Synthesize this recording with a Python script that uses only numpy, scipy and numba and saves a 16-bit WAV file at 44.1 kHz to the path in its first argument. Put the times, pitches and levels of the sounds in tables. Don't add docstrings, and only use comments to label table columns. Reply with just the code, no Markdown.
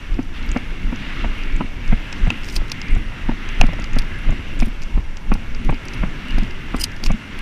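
import sys
import numpy as np
from scipy import signal
from scipy.io import wavfile
from scipy.ndimage import uniform_filter1d
from numba import njit

SR = 44100
rng = np.random.default_rng(int(sys.argv[2]) if len(sys.argv) > 2 else 0)


def volts_from_decibels(level):
    exponent = np.asarray(level, float) / 20
    return 10 ** exponent


def store_wav(level_fs):
    pcm = np.round(np.clip(np.atleast_2d(level_fs), -1, 1) * 32767)
    wavfile.write(sys.argv[1], SR, pcm.T.astype(np.int16))


N = 326797
TIME = np.arange(N) / SR
EDGE_HZ, EDGE_WIDTH_HZ, EDGE_SKIRT_HZ = 2350.0, 450.0, 670.0
LEAD_S = 0.0015


def unit(x):
    return x / np.sqrt(np.mean(x ** 2))


def top(x):
    return x / np.abs(x).max()


@njit
def svf(x, hz, width):
    y, b, l = np.empty(len(x)), 0., 0.
    for i in range(len(x)):
        g, k = np.tan(np.pi * hz[i] / SR), width / hz[i]
        v = (b + g * (x[i] - l)) / (1 + g * (g + k))
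        b, l, y[i] = 2 * v - b, l + 2 * g * v, k * v
    return y


def band(x, hz, width_hz):
    return svf(x, np.clip(hz + np.zeros(len(x)), 5, 0.45 * SR), 1.0 * width_hz)


def steep(x, hz, width_hz, skirt_hz):
    return top(band(band(x, hz, width_hz), hz, skirt_hz))


def modes(x, table):
    out = 0
    for k, (hz, width_hz, db) in enumerate(table):
        out = out + (-1) ** k * volts_from_decibels(db) * band(x, hz, width_hz)
    return out


def walk(rate):
    hold = max(int(SR / rate), 2)
    steps = np.repeat(rng.standard_normal(N // hold + 1), hold)
    return unit(uniform_filter1d(uniform_filter1d(steps, hold), hold)[:N])


def curves(table):
    s, *columns = np.transpose(table)
    return [np.interp(TIME, s, c) for c in columns]


def swell(s, half_s):
    return np.exp(-0.5 * ((TIME - s) / half_s) ** 2)


def bands(source, colour, lo_hz, hi_hz, flicker_db, rate):
    hz_axis, db_axis = np.transpose(colour)
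    count = int(3 * np.log2(hi_hz / lo_hz)) + 1
    out = 0
    for hz in lo_hz * 2 ** (np.arange(count) / 3):
        db = np.interp(np.log(hz), np.log(hz_axis), db_axis) + 10 * np.log10(hz)
        narrow = unit(band(band(source(), hz, hz / 3), hz, hz / 3))
        out = out + volts_from_decibels(db + flicker_db * walk(rate)) * narrow
    return unit(out)


def add(track, s, sound):
    i = int(s * SR)
    a, b = max(i, 0), min(i + len(sound), N)
    track[a:b] += sound[a - i:b - i]


def burst(length_s, rise=0.19, count=4096):
    t = np.arange(count) / SR / max(length_s, 3e-4)
    return rng.standard_normal(count) * (1 - np.exp(-t / rise)) ** 2 * np.exp(-t)


def crackle(rate, spread_db):
    chance = rng.random((3, N))
    spreads = np.minimum(-np.log(1 - chance[0]), 4)
    sizes = volts_from_decibels(spread_db * spreads) * np.sign(chance[1] - 0.5)
    return (chance[2] < rate / SR) * sizes + 0.29 * rng.standard_normal(N)


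# start_s, swish_db
SWISH = [(0.0, -39), (0.325, -43), (0.345, -37), (0.91, -37.5), (1.05, -33), (1.71, -39.5), (2.15, -34.5),
         (2.6, -37.5), (3.71, -35.5), (4.13, -37.5), (4.46, -37), (4.99, -43.5), (5.26, -43.5),
         (5.41, -39.5), (5.92, -36.5), (6.19, -35.5), (6.65, -38.5), (7.41, -36.5)]
# pitch_hz, level_db per Hz
GRASS_COLOUR = [(250, -34), (420, -5.5), (745, -8.5), (1120, -4), (1560, 4), (1760, 0.5), (2050, -2),
                (2380, -1), (2690, 0.5), (3920, -14.5), (5540, -19.5), (7730, -26.5), (12500, -31),
                (14600, -38.5), (15500, -45)]


def grass():
    def grains():
        return crackle(3000.0, 3.1)

    (swish_db,) = curves(SWISH)
    centre_hz = 2122 * (1 + 0.03 * walk(4.01))
    under = bands(grains, GRASS_COLOUR, 450, 920, flicker_db=2.0, rate=16.0)
    swish = bands(grains, GRASS_COLOUR, 1080, 3700, flicker_db=0.9, rate=14.0)
    drift = unit(band(band(grains(), centre_hz, 210.0), centre_hz, 610.0)) * volts_from_decibels(-6.0 + 1.7 * walk(8))
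    high = bands(grains, GRASS_COLOUR, 4500, 15500, flicker_db=1.3, rate=30.0)
    port = unit(steep(grains(), 5700, 750, 1500.0))
    high = high + volts_from_decibels(-5.5) * port
    brush_db = swish_db - 2.28 + 1.5 * stride() + 0.79 * walk(12)
    far = volts_from_decibels(0.38 * brush_db - 32.0) * under
    near = volts_from_decibels(brush_db + 1.0) * (swish + drift)
    return far + near + volts_from_decibels(-43.0 + 0.33 * brush_db) * high


# start_s, buffet_db
WIND = [(0.0, -24.5), (1.19, -24), (2.1, -23.5), (2.31, -26.5), (3.05, -23.5), (3.26, -38), (3.46, -24.5),
        (4.0, -22), (4.89, -22.5), (5.06, -20), (5.32, -34), (5.51, -19.5), (5.84, -32.5), (6.05, -21.5),
        (6.23, -27.5), (6.97, -26), (7.2, -50), (7.41, -17)]
# pitch_hz, level_db per Hz
WIND_COLOUR = [(4.7, -31), (8.0, 3.5), (19, 6.5), (39, -5), (85, -15.5), (173, -21), (239, -17.5),
               (441, -34), (600, -33), (780, -63), (1320, -120)]
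# start_s, rumble_db
HUM = [(0.0, -40.5), (1.19, -36), (1.96, -41), (2.13, -37), (2.58, -39), (4.31, -38), (4.42, -39),
       (4.89, -40.5), (5.06, -44), (5.28, -42.5), (5.41, -38.5), (5.82, -38), (7.08, -37.5), (7.41, -39)]


def wind():
    def air():
        return rng.standard_normal(N)

    (buffet_db,) = curves(WIND)
    (hum_db,) = curves(HUM)
    buffet = bands(air, WIND_COLOUR, 10.42, 60, flicker_db=0.37, rate=4.3)
    rumble = bands(air, WIND_COLOUR, 71.6, 400, flicker_db=2.26, rate=16.0)
    rumble_db = hum_db + 3.5 + 7 * stride() + 0.4 * walk(3.24)
    return volts_from_decibels(buffet_db) * buffet + volts_from_decibels(rumble_db) * rumble


# start_s, crest_db, sway_hz, half_length_s
JOLTS = [(0.129, -9.5, 30, 0.018), (0.503, -8, 26.4, 0.02), (0.868, -10.3, 25.1, 0.022),
         (1.242, -12.5, 29.7, 0.047), (1.554, -7, 22.4, 0.016), (1.913, -3.2, 20.9, 0.03),
         (2.246, -4.5, 26, 0.023), (2.584, -9, 23.7, 0.039), (2.938, -4, 24.4, 0.027),
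         (3.293, -11.6, 22, 0.045), (3.635, -3.5, 20.4, 0.04), (3.964, -6, 19.8, 0.037),
         (4.292, -4, 22, 0.023), (4.624, -5, 22, 0.028), (4.965, -5, 27, 0.023), (5.314, -5, 22.7, 0.026),
         (5.683, -4.5, 18.2, 0.035), (6.019, -8.0, 31, 0.012), (6.368, -6, 22.3, 0.037),
         (6.773, -17.5, 30.7, 0.041), (7.09, -4.5, 20, 0.032)]


def jolts():
    out = 0
    for s, db, hz, half_s in JOLTS:
        turn = 2 * np.pi * hz * (TIME - s)
        sway = np.cos(turn + 0.44 * np.cos(turn))
        out = out + volts_from_decibels(db) * swell(s + 0.003, half_s) * sway
    return out


def stride():
    return sum(np.sqrt(volts_from_decibels(db)) * swell(s, 0.05) for s, db, *_ in JOLTS)


# start_s, peak_db, dull_db, bright_db, length_ms
CRACKS = [(0.491, -28, -6, -18, 1.8), (2.128, -20.5, -5, -41, 2), (2.304, -19, 8.5, -29, 2),
          (2.4873, -25.5, -4, -15, 2.4), (2.499, -23.5, -18, -22, 2.2), (2.5636, -10.5, -12.5, -13, 3.5),
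          (2.7178, -12, -10.5, -12, 2.2), (2.817, -22.5, -3, -33, 1.1), (3.49, -26, -3.5, -24, 1.4),
          (3.6135, -10, 10, -12, 1.45), (3.843, -24.5, -3.5, -34, 1), (3.9865, -14.5, -12, -11.5, 4.1),
          (4.6021, -20.5, -4, -12, 1.4), (4.609, -27, -3, -8, 2.5), (5.345, -35, -12, -5, 1.5),
          (5.34, -21, -10, -8.5, 1.5), (5.854, -32, -20, -6, 3), (5.885, -24, -26, -35, 0.98),
          (5.935, -27, -4, -12, 3.6), (6.385, -22.5, -22, -13, 1.8), (6.435, -29, -21, -26, 0.83),
          (6.765, -28.5, -11, -3.5, 2.7), (6.8406, -9.5, -15.5, -13, 3), (7.039, -13.5, -12, -16, 1.9),
          (7.062, -17.5, -2, -34, 3), (7.391, -30.5, -2, -5, 1.2)]
# start_s, peak_db, ring_hz, bright_db
TICKS = [(0.143, -35, 4870, -29), (0.429, -32, 4200, -25), (0.5167, -24, 6600, -39),
         (0.573, -27, 5140, -31), (1.436, -29.5, 4470, -28), (1.524, -35, 4260, -19),
         (1.879, -32.5, 5600, -38), (2.435, -29, 4840, -24), (2.446, -28, 5400, -20),
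         (2.683, -31, 4260, -13), (2.699, -27, 4930, -15), (2.455, -39, 7040, -12), (2.885, -30, 4290, -19),
         (2.908, -42, 8500, -20), (2.928, -44, 8750, -15), (2.9507, -37, 7250, -25), (3.668, -29, 4440, -8),
         (3.7339, -33, 5530, -12), (3.7993, -32, 6900, -29), (3.8217, -30, 4730, -22),
         (3.9337, -29, 6100, -26), (4.021, -30, 4800, -10), (4.3072, -33, 6900, -34),
         (4.593, -30, 7650, -28), (4.63, -34, 4530, -8), (4.821, -26.5, 4700, -14), (4.828, -33, 5500, -15),
         (4.835, -30.5, 5370, -32), (5.171, -27.5, 5100, -30), (5.549, -28, 4530, -26),
         (5.649, -33.5, 5660, -6), (6.285, -33, 4430, -8), (7.1182, -26.5, 6700, -38)]
# start_s, peak_db, ring_hz
FAINT_TICKS = [(0.23, -39, 6460), (0.463, -47, 13000), (0.96, -32, 5200), (1.564, -35, 6840), (2.252, -41, 6000),
               (2.2794, -42, 8000), (1.3818, -47, 9500), (2.183, -38, 5330), (3.548, -38, 5500),
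               (3.593, -46, 9500), (3.958, -33, 5600), (5.945, -41, 10200), (6.51, -31, 4930),
               (2.978, -46, 10500), (4.65, -45, 11000), (4.188, -46, 10900), (4.659, -35, 9500),
               (4.684, -42, 10800), (5.706, -40, 8050), (5.7444, -32, 4710), (6.308, -29, 4680),
               (6.723, -37, 4520), (6.787, -36, 7500), (6.918, -34, 5200), (6.965, -31.5, 4800)]


def snaps():
    crack_ring_hz = 4800
    tick_dull_db, tick_ms, faint_bright_db = -5, 1.64, -14
    events = [(s, db, crack_ring_hz, dull_db, bright_db, ms) for s, db, dull_db, bright_db, ms in CRACKS]
    thin = list(TICKS) + [(*row, faint_bright_db) for row in FAINT_TICKS]
    events += [(s, db, hz, tick_dull_db, bright_db, tick_ms) for s, db, hz, bright_db in thin]
    out = np.zeros(N)
    for s, db, hz, dull_db, bright_db, ms in events:
        push = burst(0.0011 * ms)
        dull = steep(push, 2526.0, 410.0, 860.0)
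        dull = dull + 0.5 * steep(push, 880.0, 830.0, 1250.0)
        dull = dull + 0.029 * steep(push, 1000.0, 230.0, 660.0)
        bright = steep(push, 8400.0, 6100.0, 10600.0)
        ring = steep(band(push, hz, 3800.0), hz, 3200.0, 3500.0)
        ring = ring + 0.014 * steep(push, 0.5 * hz, 1100.0, 2600.0)
        snap = ring + volts_from_decibels(dull_db + 1.5) * dull + volts_from_decibels(bright_db + 3.5) * bright
        add(out, s - LEAD_S, volts_from_decibels(db) * snap)
    return out


# start_s, peak_db, body_hz, shell_db, struck_spot_hz
LANDINGS = [(0.189, -10, 255, -22, 750), (0.561, -8.5, 240, -14, 570), (0.925, -14.5, 237, -19.5, 530),
            (1.244, -17.5, 222, -10, 700), (1.606, -12.5, 262, -14, 960), (1.924, -10, 217, -16, 540),
            (2.269, -13.5, 178, -18.5, 522), (2.614, -30, 295, -7.5, 730), (2.963, -20, 215, -15, 560),
            (3.29, -8, 227, -22, 925), (3.635, -11.5, 234, -15, 624), (3.964, -16.5, 232, -13, 608),
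            (4.29, -20, 260, -10, 525), (4.621, -11.5, 239, -15, 566), (4.975, -21, 191, -14.5, 1020),
            (5.317, -7.5, 211, -15, 1040), (5.692, -12, 161, -11.5, 700), (6.033, -10.5, 203, -14.5, 710),
            (6.379, -16, 212, -14, 770), (6.743, -11, 224, -15.5, 1040), (7.101, -11, 181, -15.5, 630)]
# start_s, peak_db, body_hz, shell_db
REBOUNDS = [(0.548, -27, 226, -15), (1.593, -28, 230, -23), (1.641, -21, 250, -27), (3.315, -23, 230, -10),
            (2.276, -25, 172, -13), (2.317, -23, 262, -44), (3.602, -24.5, 202, -10),
            (3.612, -23, 203, 1.5), (3.687, -16.5, 173, -16.5), (3.73, -26.5, 256, -9),
            (3.788, -24.5, 188, -10), (4.322, -20.5, 236, -12.5), (4.389, -22, 260, -30),
            (4.671, -19.5, 227, -32), (5.351, -21.5, 234, -13), (5.723, -18, 285, -13.5),
            (6.423, -15.5, 247, -25), (7.032, -25.5, 272, -12), (7.139, -16, 217, -37)]
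# pitch_hz, width_hz, level_db
SHELL = [(530, 130, -5), (990, 1440, 11), (1303, 74, 12), (2030, 780, -50)]


def knocks():
    contact_s, chatter_s = 0.0034, 0.004
    tap_at_s, tap_s = 0.00503, 0.00112
    rebound_spot_hz, rebound_thud_db = 620, -9.5
    contacts = [(*row, 0) for row in LANDINGS]
    contacts += [(*row, rebound_spot_hz, rebound_thud_db) for row in REBOUNDS]
    jolt_s, jolt_db = np.transpose(JOLTS)[:2]
    out = np.zeros(N)
    for s, db, hz, shell_db, spot_hz, soft_db in contacts:
        thud_db = -6.5 + soft_db + 2.5 * jolt_db[np.argmin(np.abs(jolt_s - s))]
        push = burst(contact_s, rise=0.95) + volts_from_decibels(-26.5) * burst(0.014, rise=0.19)
        push = np.roll(push, int(chatter_s * SR)) + volts_from_decibels(-11) * burst(0.5 * contact_s, rise=1.0)
        push = uniform_filter1d(push, size=7)
        tap = np.exp(-0.5 * ((np.arange(len(push)) / SR - tap_at_s) / tap_s) ** 2)
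        struck = top(band(tap, hz, 470.0)) + 1.1 * top(band(push, hz, 370.0))
        body = steep(struck, hz, 48.6, 188.0)
        whole_shell = top(band(modes(push, SHELL), 460.0, 3400.0))
        spot = steep(push, spot_hz, 450.0, 1500.0)
        shell = volts_from_decibels(shell_db + 13) * (0.38 * whole_shell + 0.95 * spot)
        edge = volts_from_decibels(shell_db + 1.0) * steep(push, EDGE_HZ, EDGE_WIDTH_HZ, EDGE_SKIRT_HZ)
        thud = volts_from_decibels(thud_db) * steep(push, 92.0, 45.0, 73.0)
        add(out, s - chatter_s - LEAD_S, volts_from_decibels(db) * (body + shell + edge) + thud)
    return out


# start_s, level_db, pitch_hz, width_hz, half_length_s
TUFTS = [(0.367, -43, 3200, 1600, 0.016), (3.533, -42, 3000, 900, 0.055), (1.22, -39, 2600, 1500, 0.026),
         (1.065, -39, 2550, 1680, 0.097), (1.412, -37.5, 2730, 700, 0.023), (1.536, -39, 2170, 890, 0.061),
         (1.937, -43, 2110, 700, 0.037), (2.886, -35.5, 2190, 714, 0.077), (4.162, -36.5, 1656, 220, 0.031),
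         (5.744, -43, 2320, 700, 0.031), (6.303, -34, 2820, 400, 0.012), (6.92, -42.5, 1670, 300, 0.046)]


def tufts():
    grains = crackle(3000.0, 1.1)
    out = 0
    for s, db, hz, width_hz, half_s in TUFTS:
        narrow = steep(grains, hz, width_hz, 2 * width_hz)
        brush = unit(steep(narrow, hz, 2 * width_hz, 2 * width_hz))
        out = out + volts_from_decibels(db) * swell(s, half_s) * brush
    return out


# start_s, peak_db
EDGE_HITS = [(0.572, -27), (1.925, -31), (3.29, -32), (3.966, -29), (4.624, -22), (5.32, -26), (5.695, -24),
             (6.035, -34), (6.382, -29), (6.744, -36), (7.105, -32)]


def edges():
    out = np.zeros(N)
    for s, db in EDGE_HITS:
        ring = steep(burst(0.0048, rise=1.0), EDGE_HZ, EDGE_WIDTH_HZ, EDGE_SKIRT_HZ)
        add(out, s - LEAD_S, volts_from_decibels(db) * ring)
    return out


# release_s, drag_s, level_db, bright_db, squeal_db
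SCRAPES = [
    (2.558, 0.16, -27.5, -11, -4),
    (2.569, 0.025, -21, -14, -6),
    (6.803, 0.008, -28, -8, 3),
    (6.811, 0.012, -22, -11, 2),
    (6.816, 0.008, -28, -8, 3),
    (6.822, 0.07, -31.5, -13, 4),
    (6.835, 0.05, -40, -9, 5),
    (6.84, 0.0066, -18, -8, 9),
    (7.064, 0.029, -18.5, -13, -14),
    (4.67, 0.055, -44, -3, -20),
]
# pitch_hz, width_hz, level_db
SQUEAL = [(2990, 140, 0.5), (4960, 100, 6), (8000, 86, -2), (9420, 370, -4.5), (12700, 250, -15)]


def scrapes():
    slip = crackle(4000.0, 1.8) * volts_from_decibels(4.0 * walk(220))
    low = unit(steep(slip, 5000.0, 3500.0, 5000.0))
    high = unit(steep(slip, 13000.0, 5600.0, 8000.0))
    squeal = unit(modes(slip, SQUEAL))
    out = 0
    for s, drag_s, db, bright_db, squeal_db in SCRAPES:
        t = TIME - s
        fall_db = np.maximum(-23 * t / drag_s, 1500 * t)
        friction = low + volts_from_decibels(bright_db) * high + volts_from_decibels(squeal_db) * squeal
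        out = out + volts_from_decibels(db - 9.0 - fall_db) * friction
    return out


# start_s, level_db, half_length_s
SLAM = (3.607, -3.5, .004)


def slam():
    s, db, half_s = SLAM
    return -volts_from_decibels(db) * swell(s, half_s)


def scene():
    plants = grass() + snaps() + tufts() + scrapes()
    housing = jolts() + knocks() + edges() + slam()
    return (plants + wind() + housing)[None]


def roll_off(x):
    return signal.sosfilt(signal.butter(12, 15620, fs=SR, output="sos"), x)


# pitch_hz, width_hz, level_db
HOUSING = [(2755, 202, -9), (2964, 118, -12), (4980, 180, -13.5), (4230, 200, -20)]


def record(dry):
    housed = dry + modes(dry[0], HOUSING)
    lowpass = signal.ellip(8, 0.5, 50, 15300.0, fs=SR, output="sos")
    capsule = signal.sosfilt(lowpass, housed)
    return roll_off(np.clip(capsule, -1, 1))


dry = scene()
out = record(dry)
store_wav(out)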